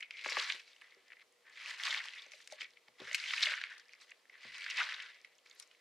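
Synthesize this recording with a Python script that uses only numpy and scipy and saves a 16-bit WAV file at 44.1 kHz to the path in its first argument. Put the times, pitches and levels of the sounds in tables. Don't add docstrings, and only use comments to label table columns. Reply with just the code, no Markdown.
import sys
import numpy as np
from scipy import signal
from scipy.fft import rfft, irfft, next_fast_len
from scipy.io import wavfile

SR = 44100
rng = np.random.default_rng(int(sys.argv[2]) if len(sys.argv) > 2 else 0)


def rack_gain(trim_db):
    fader = np.asarray(trim_db, float)
    return 10 ** (fader / 20)


def transcribe(u):
    v = np.clip(np.atleast_2d(u).T, -1, 1)
    q = np.round(v * 32767).astype(np.int16)
    wavfile.write(sys.argv[1], SR, q)


N = 255899
FIRM_GRIP_DB = -40.5
REST_HOLLOW_HZ = 2010


def rms_one(x):
    return x / np.sqrt(np.mean(x ** 2) + 1e-20)


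def at_hz(points, hz):
    point_hz, point_db = np.transpose(points)
    return np.interp(np.log(hz), np.log(point_hz), point_db)


def drift(rate):
    r = np.exp(-16 * np.pi * rate / SR)
    white = rng.standard_normal(N // 8 + 4002)
    slow = signal.lfilter([1], [1, -2 * r, r * r], white)[4000:]
    return np.interp(np.arange(N) / 8, np.arange(len(slow)), rms_one(slow))


def resonate(x, hz, width_hz):
    r = np.exp(-np.pi * width_hz / SR)
    poles = [1, -2 * r * np.cos(2 * np.pi * hz / SR), r * r]
    return signal.lfilter([(1 - r * r) / 2, 0, (r * r - 1) / 2], poles, x + 1e-18)


def stereo(mid, side):
    return np.array([mid + side, mid - side])


def add(out, s, peak_db, sound):
    at = round(s * SR)
    piece = sound[..., max(-at, 0):N - at]
    start = max(at, 0)
    out[..., start:start + piece.shape[-1]] += piece * rack_gain(peak_db) / (np.abs(sound).max() + 1e-12)


def rustle(cracks_per_s, size_db, clump_db, cycles, hollow_db):
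    # (frequency [Hz], level [dB per Hz])
    spectrum = [(260, -46), (450, -2.5), (679, -15), (1100, 0.5), (1220, 0), (2010, 7.5), (3210, 3.5),
                (4310, 0), (15000, -39.5)]
    # (frequency [Hz], side minus mid [dB])
    crack_spread = [(60, -22), (180, -20), (550, -25), (1650, -23), (4970, -11.5), (15000, -1.5)]
    pitches = np.geomspace(620, 14500, num=28)
    at = np.flatnonzero(rng.random(N) < cracks_per_s / SR)
    level_db, heavy_db, fine_db, hollow_hz = grip(at / SR)
    fine_db = np.maximum(fine_db, -21)
    lightness_db = np.clip(FIRM_GRIP_DB - level_db, 0, 14)
    hollow_db = hollow_db - 0.5 * (fine_db + 12.0) + 0.097 * lightness_db
    clump_db = clump_db * clumps(per_s=98.0, fade_ms=6.8)[at]
    size_db = size_db * np.minimum(rng.exponential(1, N), 4)[at]
    sign = rng.choice([-1, 1], N)[at]
    place = rng.standard_normal(N)[at]
    dealt = rng.integers(0, len(pitches), N)[at]
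    patches = [drift(16)[at] for k in range(6)]
    out = 0
    for k, hz in enumerate(pitches):
        heavy = np.clip(np.log2(hollow_hz / hz), 0, 1)
        fine = np.clip(0.81 * np.log2(hz / 3000), 0, 1)
        shaken = np.abs(dealt - k) <= 2
        cracks = shaken * sign * rack_gain(size_db + clump_db + 1.2 * patches[k // 2 % 6])
        grip_db = level_db + heavy * (heavy_db + 14.0) + fine * (fine_db + 14.0) + at_hz(spectrum, hz)
        grip_db = grip_db + hollow_db * np.exp(-(np.log2(hz / hollow_hz) / .2) ** 2)
        side = place * rack_gain(at_hz(crack_spread, hz))
        pair = np.zeros((2, N))
        pair[:, at] = rms_one(cracks) * rack_gain(grip_db) * stereo(0.74, side)
        band = signal.butter(2, [hz / 1.13, hz * 1.211], "band", fs=SR, output="sos")
        out = out + signal.sosfilt(band, resonate(pair, hz, hz / cycles))
    return out * rack_gain(9.0) * np.sqrt(SR / cracks_per_s)


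def clumps(per_s, fade_ms):
    starts = (rng.random(N) < per_s / SR) * np.minimum(rng.exponential(1, N), 2.5)
    fading = signal.lfilter([1], [1, -np.exp(-1000 / (fade_ms * SR))], starts)
    surge = np.log(0.63 + fading)
    return rms_one(surge - surge.mean())


def grip(at_s):
    # (time [s], rustle level [dB], hollow under the hand [Hz])
    first_squeeze = [(0.15, -72, 2200), (0.225, -55.5, 2150), (0.265, -43, 2070), (0.4, -36.5, 1920),
                     (0.53, -45.5, 2000), (0.64, -64, 2250), (0.74, -67.5, 2300), (0.8, -69, 2200),
                     (1.0, -85, 2040)]
    second_squeeze = [(1.5, -65.5, 1900), (1.679, -44, 1980), (1.76, -51, 1710), (1.826, -42.5, 1850),
                      (1.86, -35.5, 1990), (1.96, -41.5, 1820), (2.119, -53.5, 2000), (2.19, -55, 2080),
                      (2.46, -72.5, 1990)]
    third_squeeze = [(3.005, -80, 1890), (3.049, -61.5, 1680), (3.15, -44.5, 2160), (3.38, -38.5, 1880),
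                     (3.469, -34.5, 1680), (3.6, -46, 1630), (3.7, -53, 1600), (3.84, -75.5, 1660),
                     (3.969, -70.5, 2120)]
    fourth_squeeze = [(4.25, -102, 1850), (4.42, -54, 1970), (4.7, -46.5, 2080), (4.767, -41, 1920),
                      (4.79, -33, 2110), (4.867, -41.5, 1600), (5.09, -52.5, 1580), (5.13, -60.5, 2130),
                      (5.37, -75, 2070)]
    # (heavy wet pieces [dB above rustle], fine dry shreds [dB above rustle],
    # dulling once crushed [dB per s])
    handfuls = [
        (-15, -10, 1),
        (-12, -10, 12),
        (-22, -10, 63),
        (-15.5, -14, 10.5),
    ]
    # (touch [s], rustle level [dB], time to fall 20 dB [s], hollow [Hz],
    # fine shreds [dB above rustle])
    brushes = [(0.031, -51.5, 0.07, 2300, -31), (0.17, -53, 0.32, 2200, -14),
               (0.602, -49.5, -0.0854, 2260, -11), (0.675, -61, 0.04, 2300, -14),
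               (0.73, -70, -0.35, 2300, -4), (0.94, -69, -0.9, 2200, -10), (1.133, -55, 0, 2070, -28),
               (1.169, -61, -0.26, 2090, -22), (1.224, -57, -0.79, 1990, -17),
               (1.572, -51, 0.97, 2200, -16), (1.71, -37.5, 0.01, 2200, -10.5),
               (2.17, -54.5, 0.17, 2120, -9), (2.647, -58, 0.05, 2200, -46), (4.548, -47, 0.3, 2120, -14),
               (0.12, -56.5, 0.64, 2320, -15), (0.818, -62, 0.28, 1700, -17), (0.901, -70, 0.26, 2080, -12),
               (1.084, -64, 0, 2080, -15), (1.112, -59, 0, 1940, -26), (1.197, -57.5, -0.06, 1940, -31),
               (1.467, -57.5, 0.15, 1800, -26.5), (2.32, -62.5, 0.64, 2140, 9.5),
               (2.518, -53.5, 0.08, 1830, -1), (2.589, -54, 0, 2100, -40),
               (2.612, -44.5, 0.0661, 2100, -10), (2.77, -63, -1.7, 2160, -21),
               (2.882, -63.5, 0, 1840, -15), (3.003, -50, 0.96, 1760, -12), (3.705, -50, 0.105, 1750, -14),
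               (3.929, -60, 0, 2170, -2), (4.014, -58, 0.11, 1910, -3), (4.099, -57, 0, 2020, -10),
               (4.328, -62, 0.5, 1870, -20), (5.46, -65, 0.65, 1900, -5.5), (5.601, -57, 0.05, 1740, 6),
               (5.716, -67, -0.25, 2120, -11), (5.8, -71, 2, 2000, -15)]
    t = np.arange(0, N / SR + .002, .001)
    steady = np.ones(len(t))
    # level, heavy and fine shares [dB], hollow [Hz]
    parts = [(-77 * steady, -19 * steady, -9 * steady, REST_HOLLOW_HZ * steady)]
    squeezes = (first_squeeze, second_squeeze, third_squeeze, fourth_squeeze)
    for curve, (heavy_db, fine_db, dull_db) in zip(squeezes, handfuls):
        s, db, hz = np.transpose(curve)
        level_db = np.interp(t, s, db, left=-150, right=-150)
        firm_db = level_db - FIRM_GRIP_DB
        crushed_s = np.maximum(t - s[np.argmax(db)], 0)
        heavy_db = heavy_db + 0.26 * firm_db
        fine_db = fine_db - 0.15 * firm_db - dull_db * crushed_s
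        parts.append((level_db, heavy_db, fine_db, np.interp(t, s, hz)))
    for s, db, fall_s, hz, fine_db in brushes:
        rise_s = 0.028
        level_db = db - 20 * np.where(t < s, (s - t) / rise_s, (t - s) / max(fall_s, .005))
        heavy_db = -18 - 35 * np.log2(hz / REST_HOLLOW_HZ)
        parts.append((level_db, heavy_db * steady, fine_db * steady, hz * steady))
    level_db, *colour = np.transpose(parts, (1, 0, 2))
    power = rack_gain(2 * level_db)
    total = power.sum(axis=0)
    mixed = [10 * np.log10(total)] + [(power * c).sum(axis=0) / total for c in colour]
    return [np.interp(at_s, t, c) for c in mixed]


def snaps():
    # (frequency [Hz], width [Hz], level [dB])
    bowl_air = [(2200, 56, 31.5), (3320, 150, 2), (4230, 100, -5), (1600, 650, 9.5)]
    out, lead_s = np.zeros((2, N)), .012
    ms = 1000 * (np.arange(2200) / SR - lead_s)
    after = ms >= 0
    for s, peak_db, hz, crack_db, rise_ms, fall_ms in strands():
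        draw = rng.standard_normal((3, len(ms)))
        shape_db = -8. * np.where(ms < 0, -ms / max(rise_ms, .05), ms / max(fall_ms, .1))
        volley = draw[0] * rack_gain(1.94 * np.clip(draw[1], -3, 1.5) + shape_db)
        volley[np.argmax(after)] *= 2.2 / abs(draw[0, after][0])
        body = rms_one(resonate(resonate(volley, hz, hz / 4), hz, hz))
        air = 0
        for k, (air_hz, width_hz, db) in enumerate(bowl_air):
            air = air + rack_gain(db) * resonate(volley, air_hz, width_hz) * (-1) ** k
        crack = resonate(resonate(volley, 4100, 3800), 5150, 4600)
        lean = np.clip(draw[2, :2], -1.5, 1.5)
        low = signal.sosfilt(snap_band(hz), body + 0.33 * rms_one(air))
        add(out, s - lead_s - .0006, peak_db - 3.5, stereo(low, 0.15 * lean[0] * low))
        add(out, s - lead_s, peak_db + crack_db + 1.5, stereo(crack, lean[1] * np.roll(crack, 1)))
    return out


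def strands():
    # (time [s], peak [dB], ring [Hz], fall [ms])
    breaks = [(0.1086, -27.5, 2270, 3), (0.192, -32.5, 2680, 2.3), (0.246, -28, 2250, 2.7),
              (0.2612, -21, 1950, 1.9), (0.3691, -18, 1830, 5), (0.396, -25.5, 3550, 1.7),
              (0.4999, -17, 2420, 4), (0.5225, -21.5, 3150, 0.85), (1.1209, -36.5, 1870, 0.3),
              (1.198, -57, 2190, 0.53), (1.8, -29, 2270, 1.4), (1.9464, -17.5, 2150, 0.25),
              (1.978, -25, 3500, 1.3), (2.002, -29, 1820, 8.5), (2.0852, -29, 3120, 0.72),
              (2.771, -43.5, 2330, 4.2), (3.0725, -34, 1730, 37), (3.336, -18.5, 1820, 3.3),
              (3.408, -21.5, 2720, 1.5), (3.4571, -18, 3200, 7), (3.472, -19.5, 2090, 1.1),
              (3.5198, -26, 1600, 42), (3.5396, -19, 1910, 0.58), (3.616, -35, 1790, 0.33),
              (3.6393, -19, 1850, 0.3), (3.9348, -39.5, 2080, 1.7), (4.664, -23, 1830, 2.7),
              (4.78, -24, 2560, 3.1), (4.891, -45, 1940, 3.5), (5.0025, -31.5, 2850, 4.7)]
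    # (time of peak [s], peak [dB], ring [Hz], rise [ms], fall [ms])
    tears = [(0.0278, -28, 2230, 1.6, 3.5), (0.2896, -24.5, 2000, 5.1, 1.9),
             (0.3233, -21.5, 2200, 2.9, .57), (0.599, -40.5, 2360, 1.2, 1.2),
             (0.8216, -39, 1630, 2.9, 0.53), (0.9238, -45.5, 2200, 4.1, 0.53), (1.872, -30, 2980, 3.5, .6),
             (1.9119, -23, 3300, 8.3, 5.6), (2.4033, -44, 1890, 1.3, 2.6), (2.6087, -28, 2520, 0.35, 2.5),
             (2.618, -26.5, 2350, 1.2, 1.8), (2.8834, -44.5, 1930, 0.98, 0.58),
             (3.114, -27.5, 2120, 1.2, .7), (3.2394, -28.5, 2380, 0.91, 4), (3.261, -41, 2160, 3.2, 3.9),
             (3.309, -24, 1900, 0.64, 0.94), (3.382, -25, 2310, 1.4, .4), (3.431, -14.5, 4100, 4.2, 5.5),
             (4.1204, -36, 2380, 2.6, 0.78), (4.298, -42, 2120, 0.79, 2.8), (4.7112, -28, 2560, 1.4, 8.2),
             (4.832, -28, 2500, 1.8, 2.1), (4.9235, -26, 1740, 0.77, 1.1), (4.9447, -28, 3530, 3.9, 0.97)]
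    # (time [s], peak [dB], ring [Hz], crack [dB above peak], fall [ms])
    ticks = [(0.0056, -39.5, 2200, -9, 6), (0.297, -28.5, 5200, -12, 14), (0.764, -46.5, 3000, -18, 2.3),
             (1.325, -54, 9300, -22, 1.1), (1.836, -22, 3320, -9, 0.97), (1.853, -27.5, 4400, -6, 0.71),
             (1.936, -37, 4040, -37, 0.36), (2.055, -36.5, 2260, -7, 3.1), (2.2211, -40, 3500, -10, 1.8),
             (2.319, -38.5, 2100, -6.5, 1.9), (2.335, -40, 2100, -12, 3.8), (2.4749, -35, 2780, -4.5, 1.6),
             (2.5233, -42, 4120, 4.5, 1.5), (3.1460, -17.5, 2490, -6.5, 5.9), (3.78, -45, 1600, -2.5, 3),
             (3.797, -43, 4770, -18, 3.5), (4.1078, -50, 1950, -13, 5.6), (4.582, -37.5, 2250, -1, 0.76),
             (4.7006, -25.5, 2680, -13, 4), (4.773, -29, 3020, -13, 0.53), (5.2473, -35.5, 2170, -15, 4.1),
             (5.498, -49.5, 6500, -3, 2.9), (5.599, -42, 3080, 6, 2.2), (5.625, -45, 5600, -2, 4.4)]
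    # (time [s], peak [dB], ring [Hz])
    landings = [(0.2793, -35, 6800), (0.717, -50, 3880), (0.732, -45.5, 3630), (1.4975, -55.5, 7500),
                (1.984, -32, 3470), (2.136, -35, 2870), (2.264, -46.5, 6000), (3.7, -57.5, 8000),
                (2.63, -31.5, 2280), (2.7357, -51, 3370), (3.1295, -33, 2150), (3.893, -44.5, 2200),
                (3.3, -52, 1800), (4.6205, -30, 2640), (4.6414, -40, 2530), (5.023, -41, 6560),
                (5.387, -52, 2980), (5.4607, -47, 1861), (5.4715, -49, 3950), (5.512, -40, 3640),
                (5.713, -46.5, 2800), (5.8008, -43, 2630)]
    break_rise_ms = 0.15
    rows = [(s, db, hz, -34, break_rise_ms, fall) for s, db, hz, fall in breaks]
    rows += [(s, db, hz, -33, rise, fall) for s, db, hz, rise, fall in tears]
    rows += [(s, db, hz, crack, break_rise_ms, fall) for s, db, hz, crack, fall in ticks]
    for s, db, hz in landings:
        crack_db = -14 - 16 * np.log2(hz / REST_HOLLOW_HZ)
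        rows.append((s, db, hz, crack_db, break_rise_ms, 2.9))
    return rows


def snap_band(hz):
    return signal.butter(2, [900, max(6000, 0.8 * hz)], "band", fs=SR, output="sos")


def pops():
    # (time [s], peak [dB], ring [Hz])
    fibre_pops = [(0.0053, -51, 2130), (0.0091, -34, 2200), (0.0642, -55, 2130), (0.1705, -39, 3160),
                  (0.3094, -29, 2240), (0.3266, -30, 2290), (0.373, -29, 2220), (0.3987, -19.5, 3560),
                  (0.5626, -39, 2800), (0.814, -43.5, 2970), (1.1036, -42, 1870), (1.1108, -48, 1940),
                  (1.129, -45, 2000), (1.1739, -51, 2040), (1.1976, -49, 2150), (1.2074, -47, 2130),
                  (1.2181, -49, 2050), (1.2271, -53, 2020), (1.6596, -29, 2500), (1.712, -36, 1750),
                  (1.8698, -25.5, 3250), (1.927, -25, 2110), (1.9362, -36, 4000), (1.9414, -23.5, 3230),
                  (1.9918, -31, 2390), (2.0913, -37, 2640), (2.5002, -43, 2250), (2.6446, -39, 3180),
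                  (2.6531, -40.5, 2300), (2.781, -57, 2300), (3.0018, -36, 3460), (3.2041, -31, 2150),
                  (3.2395, -34, 2400), (3.2592, -30, 2240), (3.3969, -29, 2650), (3.4175, -26, 2970),
                  (3.4365, -14, 2870), (3.4692, -18, 2060), (3.4964, -30, 1670), (3.6144, -28, 1700),
                  (3.67, -35, 1910), (3.6925, -42, 2110), (3.9401, -43.5, 2230), (4.2547, -52.5, 1840),
                  (4.3547, -45, 1830), (4.5829, -40, 2670), (4.6425, -35, 1850), (4.7052, -38, 2740),
                  (4.7613, -37, 3020), (4.7725, -35, 2950), (4.7787, -26, 2600), (4.8897, -28, 1800),
                  (4.993, -35.5, 1910), (5.0002, -30.5, 1740), (5.0354, -40, 1940), (5.749, -51, 2240),
                  (5.7992, -58, 1940)]
    # (time [s], peak [dB], ring [Hz])
    fibre_pricks = [(0.0063, -48.5, 5490), (0.1086, -42, 4640), (0.1121, -51, 4760), (0.599, -48, 5120),
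                    (0.7619, -61, 5770), (0.8187, -57, 9450), (0.9472, -53.5, 4820), (1.0826, -50, 4500),
                    (1.7227, -45, 4640), (1.8362, -35, 4700), (1.8531, -25.5, 4500), (2.0557, -43, 5430),
                    (2.0933, -50, 5430), (2.3131, -52, 6100), (2.4159, -50.5, 6910), (2.6162, -35.5, 4770),
                    (2.7059, -56, 5040), (2.884, -54, 4470), (3.1312, -32, 5960), (3.2001, -31.5, 4500),
                    (3.3373, -29.5, 4720), (3.5545, -44, 5750), (3.7054, -56, 5320), (3.8553, -53, 4870),
                    (3.8838, -53, 4850), (3.9342, -46, 4640), (3.9509, -54, 4960), (4.1065, -51, 6560),
                    (4.2968, -55, 4900), (4.6001, -49, 5000), (4.642, -37, 4500), (4.646, -44, 5430),
                    (4.7054, -37, 5400), (4.7089, -31.5, 4770), (4.7613, -40, 4500), (4.7725, -29, 5120),
                    (4.8311, -32.5, 4970), (4.8526, -42, 6070), (4.8927, -41, 4750), (5.0224, -45, 5460),
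                    (5.1452, -52, 4770), (5.215, -51, 5260), (5.3534, -59, 5400), (5.3829, -54.5, 6540),
                    (5.551, -57, 10800), (5.5989, -37.5, 9800), (5.6755, -53, 6760)]
    out, ms = np.zeros((2, N)), 1000 * np.arange(500) / SR
    kinds = ((fibre_pops, 6.8, -2, 0.15), (fibre_pricks, 6.4, 1.5, 0.6))
    for rows, cycles, trim_db, spread in kinds:
        for s, peak_db, hz in rows:
            draw = rng.standard_normal(len(ms) + 1)
            click = 0.36 * draw[1:] * np.exp(-ms / 0.52)
            click[0] = 1.27
            ring = resonate(resonate(click, hz, hz / cycles), hz, 0.72 * hz)
            ring = resonate(ring, hz, 1.75 * hz)
            side = spread * np.clip(draw[0], -1.5, 1.5) * np.roll(ring, 1)
            add(out, s, peak_db + trim_db, stereo(ring, side))
    return out


def slides():
    # (time [s], length [s], peak [dB], hollow [Hz])
    finger_slides = [
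        (0.03, 0.054, -51, 2200),
        (0.112, 0.21, -42, 2200),
        (0.816, 0.068, -54, 1980),
        (2.156, 0.057, -47.5, 2150),
        (2.175, 0.025, -43.5, 3560),
        (2.244, 0.033, -54, 2120),
        (3.693, 0.042, -41, 1740),
        (4.801, 0.028, -27, 1420),
        (4.789, 0.03, -27, 2650),
        (5.04, 0.051, -48, 1620),
    ]
    out = np.zeros((2, N))
    slips_per_s, width_hz = 900., 270
    for s, length_s, peak_db, hz in finger_slides:
        draw = rng.random((2, 8000))[:, :round(length_s * SR)]
        slips = (draw[0] < slips_per_s / SR) * (2 * draw[1] - 1)
        slips = slips * signal.windows.tukey(draw.shape[1], 0.3)
        squelch = resonate(resonate(slips, hz, width_hz), hz, 2 * width_hz)
        add(out, s, peak_db, stereo(squelch, 0.091 * np.roll(squelch, 3)))
    return out


def knocks():
    # (time [s], peak [dB], strongest ring [Hz], counter thud [dB above peak],
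    # fall of other modes [dB per octave])
    blows = [(0.259, -31, 1140, -44, 7.5), (0.316, -47, 557, -52, 15), (0.369, -25.5, 1140, -62, 10.5),
             (0.544, -57, 297, -49, 7), (0.967, -61.5, 385, -16, 29), (2.053, -48, 1050, -53, 35),
             (2.263, -56.5, 627, -48, 12), (2.337, -58, 613, -47, 38), (2.524, -41.5, 673, -54, 49),
             (2.618, -62.5, 388, -14, 7), (2.884, -58.5, 840, -10.5, 15), (2.998, -49.5, 374, -22, 10),
             (3.013, -43, 355, -10.5, 12), (3.075, -55.5, 500, -40, 25), (3.112, -54.5, 620, -40, 29),
             (3.43, -58, 612, -60, 32), (3.467, -46.5, 1110, -67, 10.5), (3.47, -47, 615, -60, 35),
             (3.515, -52.5, 620, -60, 37), (4.448, -50, 350, -6, -3)]
    # (frequency [Hz], width [Hz], side over mid [ratio])
    wall_modes = [(273, 61, 0.19), (387.5, 15, 0.11), (479, 10.6, 0.41), (537.4, 21, 0.28),
                  (613, 31.6, 0.25), (840, 95, 0.24), (1140, 58, 0.25), (1660, 47, 0.064)]
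    out, age = np.zeros((2, N)), np.arange(8000) / SR
    steep = signal.butter(3, 250, "high", fs=SR, output="sos")
    for s, peak_db, spot_hz, thud_db, focus_db in blows:
        blow = rng.standard_normal(len(age)) * rack_gain(-60 * age / .01)
        wall = 0
        for k, (hz, width_hz, side) in enumerate(wall_modes):
            mode = rms_one(resonate(blow, hz, width_hz)) * rack_gain(-focus_db * abs(np.log2(hz / spot_hz)))
            wall = wall + (-1) ** k * stereo(mode, side * np.roll(mode, round(SR / hz / 6)))
        thud = rms_one(resonate(blow, 126, 6.8))
        thud = thud + 0.48 * rms_one(resonate(blow, 79, 5.4))
        thud = thud - 1.4 * rms_one(resonate(blow, 225, 20))
        judder = rng.standard_normal(len(age)) * rack_gain(-60 * age / 0.63)
        thud = resonate(thud + rms_one(resonate(judder, 180, 220)), 140, 230)
        add(out, s, peak_db, signal.sosfilt(steep, wall))
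        add(out, s, peak_db + thud_db - 5.5, stereo(thud, 0.025 * thud))
    return out


def rocking(level_db):
    grip_db = grip(np.arange(N) / SR)[0]
    rumble = rms_one(resonate(resonate(rng.standard_normal(N), 94, 120), 66, 160))
    return rumble * rack_gain(level_db + 0.32 * (grip_db + 43) + 2 * drift(7.4))


def kitchen(x):
    t60_s, wall_cut_hz = .2, 5000
    size = next_fast_len(N + SR // 2)
    hz = np.fft.rfftfreq(size, 1 / SR)
    out = np.zeros((2, size // 2 + 1), complex)
    for k, lag_s in enumerate(rng.uniform(.006, .03, 12)):
        absorption = rack_gain(-60 * lag_s / t60_s) / (1 + 1j * hz / wall_cut_hz)
        loop = absorption * np.exp(-2j * np.pi * hz * lag_s)
        out[k % 2] += loop / (1 - loop) * (-1) ** (k // 2)
    return irfft(out * rfft(x, size), size)[:, :N]


def room_tone():
    # (frequency [Hz], level [dB per Hz])
    hiss = [(15, -65), (25, -23), (102, -26), (317, -9), (476, -2.5), (560, -2.5), (863, -8.5), (1230, -6),
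            (1890, -24), (2160, -9.5), (4870, -12), (14800, -24), (16000, -35)]
    # (frequency [Hz], side minus mid [dB])
    hiss_spread = [(60, -9), (180, -8), (550, -6), (1650, -6), (4970, -4), (15000, -1)]
    # (frequency [Hz], width [Hz], level [dB])
    drone = (482, 28, -85)
    out, bounds = 0, 22 * 2 ** np.arange(0, 9.6, .5)
    white = rng.standard_normal((2, 2, N))
    for k, (low, high) in enumerate(zip(bounds, bounds[1:])):
        band = signal.butter(2, [low, high], "band", fs=SR, output="sos")
        mid, side = signal.sosfilt(band, white[k % 2])
        hz = np.sqrt(low * high)
        out = out + rack_gain(at_hz(hiss, hz)) * stereo(mid, side * rack_gain(at_hz(hiss_spread, hz)))
    hz, width_hz, db = drone
    hum = resonate(rng.standard_normal((2, N)), hz, width_hz)
    mid, side = rms_one(resonate(hum, hz, width_hz))
    return rack_gain(-68.5 - 5.5) * rms_one(out) + rack_gain(db + 0.13 * drift(9.6)) * stereo(mid, 0.41 * side)


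def scene():
    shreds = rustle(cracks_per_s=3500., size_db=0.5, clump_db=1.4, cycles=9.6, hollow_db=2.5)
    bowl = shreds + snaps() + knocks() + pops() + slides()
    near = bowl * rack_gain([[.4], [-.4]]) + rocking(level_db=-100.0)
    thin = signal.sosfilt(signal.butter(2, 500, "high", fs=SR, output="sos"), bowl.mean(axis=0))
    return near + rack_gain(-19) * kitchen(thin) + room_tone()


def roll_off(x):
    return signal.sosfilt(signal.butter(12, 15790, fs=SR, output="sos"), x)


def record(dry):
    dull = signal.sosfilt(signal.butter(2, 13800, fs=SR, output="sos"), dry)
    return roll_off(dull)


dry = scene()
out = record(dry)
transcribe(out)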